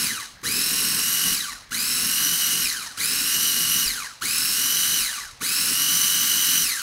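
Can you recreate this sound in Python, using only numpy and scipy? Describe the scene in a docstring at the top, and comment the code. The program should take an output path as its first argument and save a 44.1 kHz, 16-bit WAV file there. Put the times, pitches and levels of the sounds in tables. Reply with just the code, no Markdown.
"""A small geared food chopper, already running, is let go almost at once; five longer pulses follow.
Each press ticks and spins up, the blade works through thick food, a jolt marks the release, and it coasts down.
Tooth contact gives whine partials at the mesh rate and noisy knocks, coloured by housing resonances.
Low noise and hum shake the counter; random reflections add a short tail, over quiet kitchen air."""
import sys
import numpy as np
from scipy import signal
from scipy.fft import rfft, irfft
from scipy.io import wavfile
from scipy.ndimage import uniform_filter1d

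SR = 44100
rng = np.random.default_rng(int(sys.argv[2]) if len(sys.argv) > 2 else 0)


def output_pcm(signal):
    """Save a mono or channel-first signal as 16-bit PCM at the path in sys.argv[1].

    Samples are clipped to [-1, 1] before scaling.
    """
    pcm = np.clip(np.atleast_2d(signal).T, -1, 1) * 32767
    wavfile.write(sys.argv[1], SR, np.round(pcm).astype(np.int16))


def makeup_ratio(level_db):
    """Linear amplitude ratio for a level in decibels (20 dB per factor of ten)."""
    decades = np.asarray(level_db, float) / 20
    return 10 ** decades


N = 300762
T = np.arange(N) / SR  # time of each sample, s
FULL_HZ = 2950  # nominal mesh rate at full speed
TEETH = 64  # teeth on the blade gear
EDGE_HZ = 15770  # upper edge of the sound's band
SLACK_S = 0.009  # time in which the teeth take up slack

# presses of the switch: on_s, off_s, food_drag_per_s, gear_trim_db, shake_trim_db
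PRESSES = [(-0.5, 0.047, 4.4, 0, 4), (0.416, 1.337, 4.45, -0.6, 2), (1.694, 2.633, 3.53, -0.65, 0.5),
           (2.96, 3.84, 4.01, -0.3, 0), (4.199, 4.986, 3.6, -0.3, -1), (5.394, 6.628, 3.27, 0.36, -0.5)]


def evened(x):
    """Normalisation: scales to rms 1."""
    return x / np.sqrt(np.mean(x ** 2) + 1e-20)


def read(points, hz):
    """Spectral envelope: interpolates its points along a log-frequency axis."""
    f, value = np.transpose(points)
    return np.interp(np.log(hz + 1), np.log(f + 1), value)


def curve(table, column, at=T):
    """Linear interpolation: one column of a table against its first column."""
    points = np.array(table)
    return np.interp(at, points[:, 0], points[:, column])


def wander(hz):
    """Low-pass filtered chance: a smooth fluctuation of rms 1, with its corner at hz."""
    return evened(signal.lfilter(*signal.butter(2, hz, fs=SR), rng.standard_normal(N)))


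def shaped_noise(shape, size, patchy_db):
    """Short-time synthesis: random spectra under shape(hz, s), levelled by frame, then given drifting patches."""
    hop = size // 4
    frames = N // hop + 5
    hz = np.fft.rfftfreq(size, 1 / SR)[:, None]
    real, imaginary, patches = rng.standard_normal((frames, len(hz), 3)).T
    patches = uniform_filter1d(patches, size // 64, 0)
    patches = evened(uniform_filter1d(patches, 2560 // hop, 1))
    gain = shape(hz, np.arange(frames) * hop / SR) * np.ones(frames)
    gain = gain / np.sqrt((gain ** 2).mean(0)) * makeup_ratio(patchy_db * patches)
    noise = signal.istft((real + 1j * imaginary) * gain, nperseg=size, noverlap=size - hop)[1]
    return evened(noise[:N])


def body(hz):
    """Modal response: gain of the housing, its broad colour and its resonances adding in power."""
    # broad colour of the housing: frequency_hz, gain_db
    broad_colour = [(400, -43), (620, -48), (850, -20), (1050, -12.5), (1800, -5), (3100, -18.5),
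                    (3500, -8.5), (4600, -1.5), (5600, -3.5), (7300, -3), (9000, -3), (12500, -3),
                    (15500, -6), (17000, -1)]
    # resonances of housing and bowl: frequency_hz, width_hz, gain_db
    resonances = [(770, 32, -33), (1154, 58, -1.5), (1508, 390, -2), (2038, 51, -1), (2250, 120, -7.5),
                  (2484, 240, -5.5), (2940, 290, -2), (3205, 240, -5.5), (3918, 170, 4), (4183, 150, 3.5),
                  (5345, 90, -1), (5888, 90, 1), (6350, 870, -0.5), (8280, 450, -3), (9830, 320, 5.5),
                  (11000, 1300, -5), (14000, 540, -3.5)]
    peaks = sum(makeup_ratio(2 * db) / (1 + (2 * (hz - f) / width) ** 2) ** 2 for f, width, db in resonances)
    return np.sqrt(makeup_ratio(2 * read(broad_colour, hz)) + peaks)


def through_body(x):
    """Linear filtering: colours a sound by the housing, at unit mean power gain."""
    gain = body(np.fft.rfftfreq(N, 1 / SR))
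    return irfft(rfft(x) * evened(gain), N)


def kitchen_air():
    """Stationary broadband noise: the quiet air of the kitchen."""
    # spectrum of the air: frequency_hz, relative_level_db
    air_spectrum = [(20, -35), (33, -8), (45, -3.5), (70, -27), (100, -4.5), (200, -29), (700, -18),
                    (1500, -14), (5000, -26), (9000, -40), (16000, -50)]
    return makeup_ratio(-51.5) * shaped_noise(lambda hz, s: makeup_ratio(read(air_spectrum, hz)), size=2048, patchy_db=2.5)


def kitchen(x):
    """Reverberation: sparse reflections of random sign, each band dying at its own speed."""
    # decay of the kitchen: frequency_hz, t60_s
    decay_times = [(200, 0.55), (1500, 0.25), (5000, 0.59), (14000, 0.32)]
    taps = np.zeros(SR // 2)
    at = np.arange(200, len(taps) - 20, 20)
    taps[at + rng.integers(0, 20, len(at))] = rng.choice([-1., 1.], len(at))
    hz, t, z = signal.stft(taps, SR, nperseg=256)
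    fade_db = -60 * t / read(decay_times, hz)[:, None]
    tail = signal.istft(z * makeup_ratio(fade_db), SR, nperseg=256)[1]
    return signal.fftconvolve(x, tail / np.linalg.norm(tail))[:N]


def jolts():
    """Damped oscillation: the counter is pushed and swings back as the switch is let go."""
    # jolts through the counter: start_s, initial_amplitude_db, pitch_hz
    releases = [(1.31, -39, 42.92), (2.64, -42, 42.8), (3.86, -32, 37.8), (5.01, -41, 40), (6.63, -39, 40)]
    out = 0
    for start_s, db, hz in releases:
        t = np.maximum(T - start_s, 0)
        out = out + makeup_ratio(db - 60 * t / 0.14) * np.sin(2 * np.pi * hz * t)  # t60 0.14 s
    return out


def shake(mesh_hz, turns, ripple_turns):
    """Intermodulation: hum where blade turns and torque ripple mix, over a lumpy rumble of the counter."""
    # counter top shaken by the base: frequency_hz, relative_level_db
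    counter_spectrum = [(20, -40), (33, -18), (45, -16.5), (75, -18), (120, -6.5), (165, -8), (210, -0.5),
                        (285, -4.5), (340, -13.5), (420, -9), (520, -16.5), (620, -28.5), (900, -26)]
    # hum in the base: times_per_blade_turn, times_torque_ripple, level_db (before fluctuation and speed)
    hum_lines = [(1, 0, -13), (1, 1, -3.5), (1, 2, -4.5), (22, -2, -15.5), (22, -1, -34), (22, 0, -9.5),
                 (25, 0, -5), (32, 0, -21.5), (40, 0, -20), (44, 0, -5.5)]
    rumble = shaped_noise(lambda hz, s: makeup_ratio(read(counter_spectrum, hz)), size=2048, patchy_db=1.4)
    hum = 0
    for k, m, db in hum_lines:
        phase = 2 * np.pi * (round(k) * turns + round(m) * ripple_turns)
        hum = hum + makeup_ratio(db + 2 * wander(6.1)) * np.cos(phase)
    return rumble + hum * (mesh_hz / FULL_HZ) ** 8  # hum rises steeply with speed


def clicks():
    """Impulsive excitation: each closing switch contact sends a short noise tick through the housing."""
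    start_db, t60_s = -46, 0.024
    fade = 0
    for on, *_ in PRESSES:
        fade = fade + (T > on) * makeup_ratio(start_db - 60 * np.maximum(T - on, 0) / t60_s)
    return through_body(fade * rng.standard_normal(N))


def motor():
    """First-order dynamics: mesh rate nears the loaded speed, then drag and friction slow it; tooth load 0-1."""
    # mesh rate the powered motor can hold against the food: time_s, mesh_hz
    held_speed = [(0.0, 2670), (0.6, 2656), (0.8, 2766), (0.945, 2709), (1.115, 2883), (1.33, 2851),
                  (1.8, 2624), (1.99, 2688), (2.18, 2882), (2.38, 2966), (2.51, 2862), (2.63, 2849),
                  (3.05, 2678), (3.245, 2712), (3.33, 2853), (3.44, 2930), (3.63, 2860), (3.83, 2919),
                  (4.3, 2681), (4.52, 2700), (4.6, 2883), (4.725, 2975), (4.97, 2940), (5.5, 2700),
                  (5.7, 2710), (5.775, 2870), (5.86, 2924), (5.95, 2973), (6.365, 2965), (6.52, 2940),
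                  (6.625, 2987)]
    spin_up_s, grip_s, let_go_s = 0.041, 0.008, 0.035  # time constants: motor, teeth loading, unloading
    friction_hz = 500.5  # dry friction slows like the drag on this much more speed
    hold_hz = curve(held_speed, column=1)
    mesh_hz = np.full(N, held_speed[0][1], float)
    load = np.zeros(N)
    for on, off, drag, *_ in PRESSES:
        since, after = np.maximum(T - on, 0), np.maximum(T - off, 0)
        up = hold_hz + (np.interp(on, T, mesh_hz) - hold_hz) * np.exp(-since / spin_up_s)
        down = (np.interp(off, T, up) + friction_hz) * np.exp(-drag * after) - friction_hz
        mesh_hz = np.where(T < on, mesh_hz, np.where(T < off, up, np.maximum(down, 60)))
        gripping = 1 - np.exp(-np.maximum(since - SLACK_S, 0) / grip_s)
        load = np.maximum(load, gripping * np.exp(-after / let_go_s))
    return mesh_hz, load


def level(mesh_hz, load, column):
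    """Load-dependent radiation: dB between two speed laws; coasting gears answer a change of speed late."""
    # levels under power: mesh_hz, gear_level_db, shake_level_db, whine_re_rattle_db (before trims)
    powered_law = [(300, -75, -32, -10), (980, -32, -36, -2), (1510, -28.5, -37, -2.5),
                   (2020, -24.5, -38, -4), (2580, -23, -44.5, -1.2), (2700, -21.5, -42, -2.5),
                   (3015, -20.5, -45, -1.45)]
    # levels while coasting: mesh_hz, gear_level_db, shake_level_db, whine_re_rattle_db (before trims)
    coasting_law = [(300, -62, -67, -5), (450, -49, -61, -8), (670, -42.5, -66.5, -7),
                    (980, -34.5, -57.5, -4.5), (1540, -30.5, -51.5, -5), (2220, -26, -53, -3.5),
                    (2900, -23.5, -43, 1)]
    powered_db = curve(powered_law, column, mesh_hz)
    coasting_db = curve(coasting_law, column, np.interp(T - SLACK_S, T, mesh_hz))
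    return load * powered_db + (1 - load) * coasting_db


def per_press(column):
    """Sample and hold: a column of the press table, kept until the next press."""
    table = np.array(PRESSES)
    return table[np.searchsorted(table[:, 0], T) - 1, column]


def gear_runout(turns):
    """Periodic modulation: run-out of the blade gear repeats with every turn, around a mean of 1."""
    # run-out of the blade gear: times_per_turn, depth (ratio), phase_turns
    runout_terms = [(1, 0.51, 0.043), (2, 0.73, 0.31), (3, 0.58, 0.75), (5, 0.85, 0.51)]
    return 1 + sum(depth * np.cos(2 * np.pi * (round(k) * turns + phase)) for k, depth, phase in runout_terms)


def rattle(mesh_hz, turns, runout, ripple):
    """Impact noise: slow tooth knocks last longer, so their treble falls as the gear coasts down."""
    def shape(hz, s):
        now_hz = np.interp(s, T, mesh_hz)
        treble_loss = (1 + (hz / (4.9 * now_hz + 4500)) ** 4) ** -.8
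        brightness = (1 + hz / 4000) ** (0.34 * now_hz / FULL_HZ)
        return body(hz) * treble_loss * brightness
    slack = 1 + 3.3 * np.clip(1 - mesh_hz / FULL_HZ, 0, 1)  # slower gears clatter more coarsely
    knocks = makeup_ratio(slack * (0.74 * wander(730) + 0.52 * wander(62)))  # some teeth land harder
    modulation = 1 + 0.017 * (runout - 1) + 0.015 * ripple
    loose = shaped_noise(shape, size=512, patchy_db=1.0) * knocks * modulation
    flaws = signal.resample(rng.standard_normal(256), 4096)  # tooth flaws, met again every turn
    place = turns + 0.0057 * wander(11.1)
    repeated = np.interp(place % 1, np.linspace(0, 1, len(flaws)), flaws)
    return evened(loose) + makeup_ratio(-9.5) * evened(through_body(repeated))


def whine(mesh_hz, turns, runout, share_db):
    """Gear-mesh harmonics: uneven teeth and run-out spread them, and resonances pick out the sidebands."""
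    # partials: mesh_multiple, level_db (before fluctuation), frequency_wander_hz, gain_db_per_octave_slower
    mesh_partials = [(1, -3.5, 40.3, 6), (2, -5.5, 72, 6.5), (3, -8, 110, 1.5), (4, -6.5, 150, -3),
                     (5, -8, 200, -3), (6, -11, 200, -0.5)]
    breakup_db, breakup_hz = 4.5, 35  # slow gears touch unevenly, so the glides come in patches
    teeth = TEETH * turns + 0.14 * np.sin(2 * np.pi * turns)  # an off-centre gear hurries and lags each turn
    pace = mesh_hz / FULL_HZ
    out = 0
    for k, (_, db, wander_hz, slow_db) in enumerate(mesh_partials, 1):
        slip = np.cumsum(wander_hz * wander(147.03) * pace ** 0.297) / SR
        patchy_db = breakup_db * np.sqrt(np.clip(1.05 - pace, 0, .4)) * (wander(breakup_hz) - .7)
        level_db = db - slow_db * np.log2(np.maximum(pace, .28)) + 3 * wander(230) + patchy_db
        in_band = k * mesh_hz < EDGE_HZ
        out = out + makeup_ratio(level_db) * np.cos(2 * np.pi * (k * teeth + slip)) * in_band
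    throb = 1 + (evened(runout) - 1) * np.clip(pace, 0, 1) ** 0.4  # run-out bites harder at speed
    return through_body(out * makeup_ratio(share_db) * throb)


def scene():
    """Superposition: gears, counter and switch, with their room tail and air, alike in both channels."""
    mesh_hz, load = motor()
    turns = np.cumsum(mesh_hz / TEETH) / SR
    ripple_turns = 120 * T  # torque ripple in Hz, twice the mains frequency
    runout = gear_runout(turns)
    ripple = np.cos(2 * np.pi * ripple_turns) * np.clip(mesh_hz / 2500, 0, 1) ** 4  # fades at low speed
    tone = whine(mesh_hz, turns, runout, level(mesh_hz, load, column=3))
    gears = tone * (1 + 0.075 * ripple) + makeup_ratio(-2.5) * rattle(mesh_hz, turns, runout, ripple)
    # lumps of food load the gears and rock the base
    gear_db = level(mesh_hz, load, column=1) + per_press(column=3) + 0.4 * wander(10)
    shake_db = level(mesh_hz, load, column=2) + per_press(column=4) + 2 * wander(10.4)
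    counter = shake(mesh_hz, turns, ripple_turns) * makeup_ratio(shake_db)
    chopper = gears * makeup_ratio(gear_db) + counter + jolts() + clicks()
    mono = chopper + makeup_ratio(-10.5) * kitchen(chopper) + kitchen_air()
    return np.array([mono, mono])


def top_cut(x):
    """Nothing passes above the cut-off."""
    return signal.sosfilt(signal.butter(12, 17080, fs=SR, output="sos"), x)


def record(dry):
    """Band limiting: a steep linear-phase low-pass finishes the mix."""
    lowpass = signal.firwin(1023, EDGE_HZ, window=("kaiser", 9), fs=SR)
    limited = signal.oaconvolve(dry, lowpass[None], "same")
    return top_cut(limited)


dry = scene()
out = record(dry)
output_pcm(out)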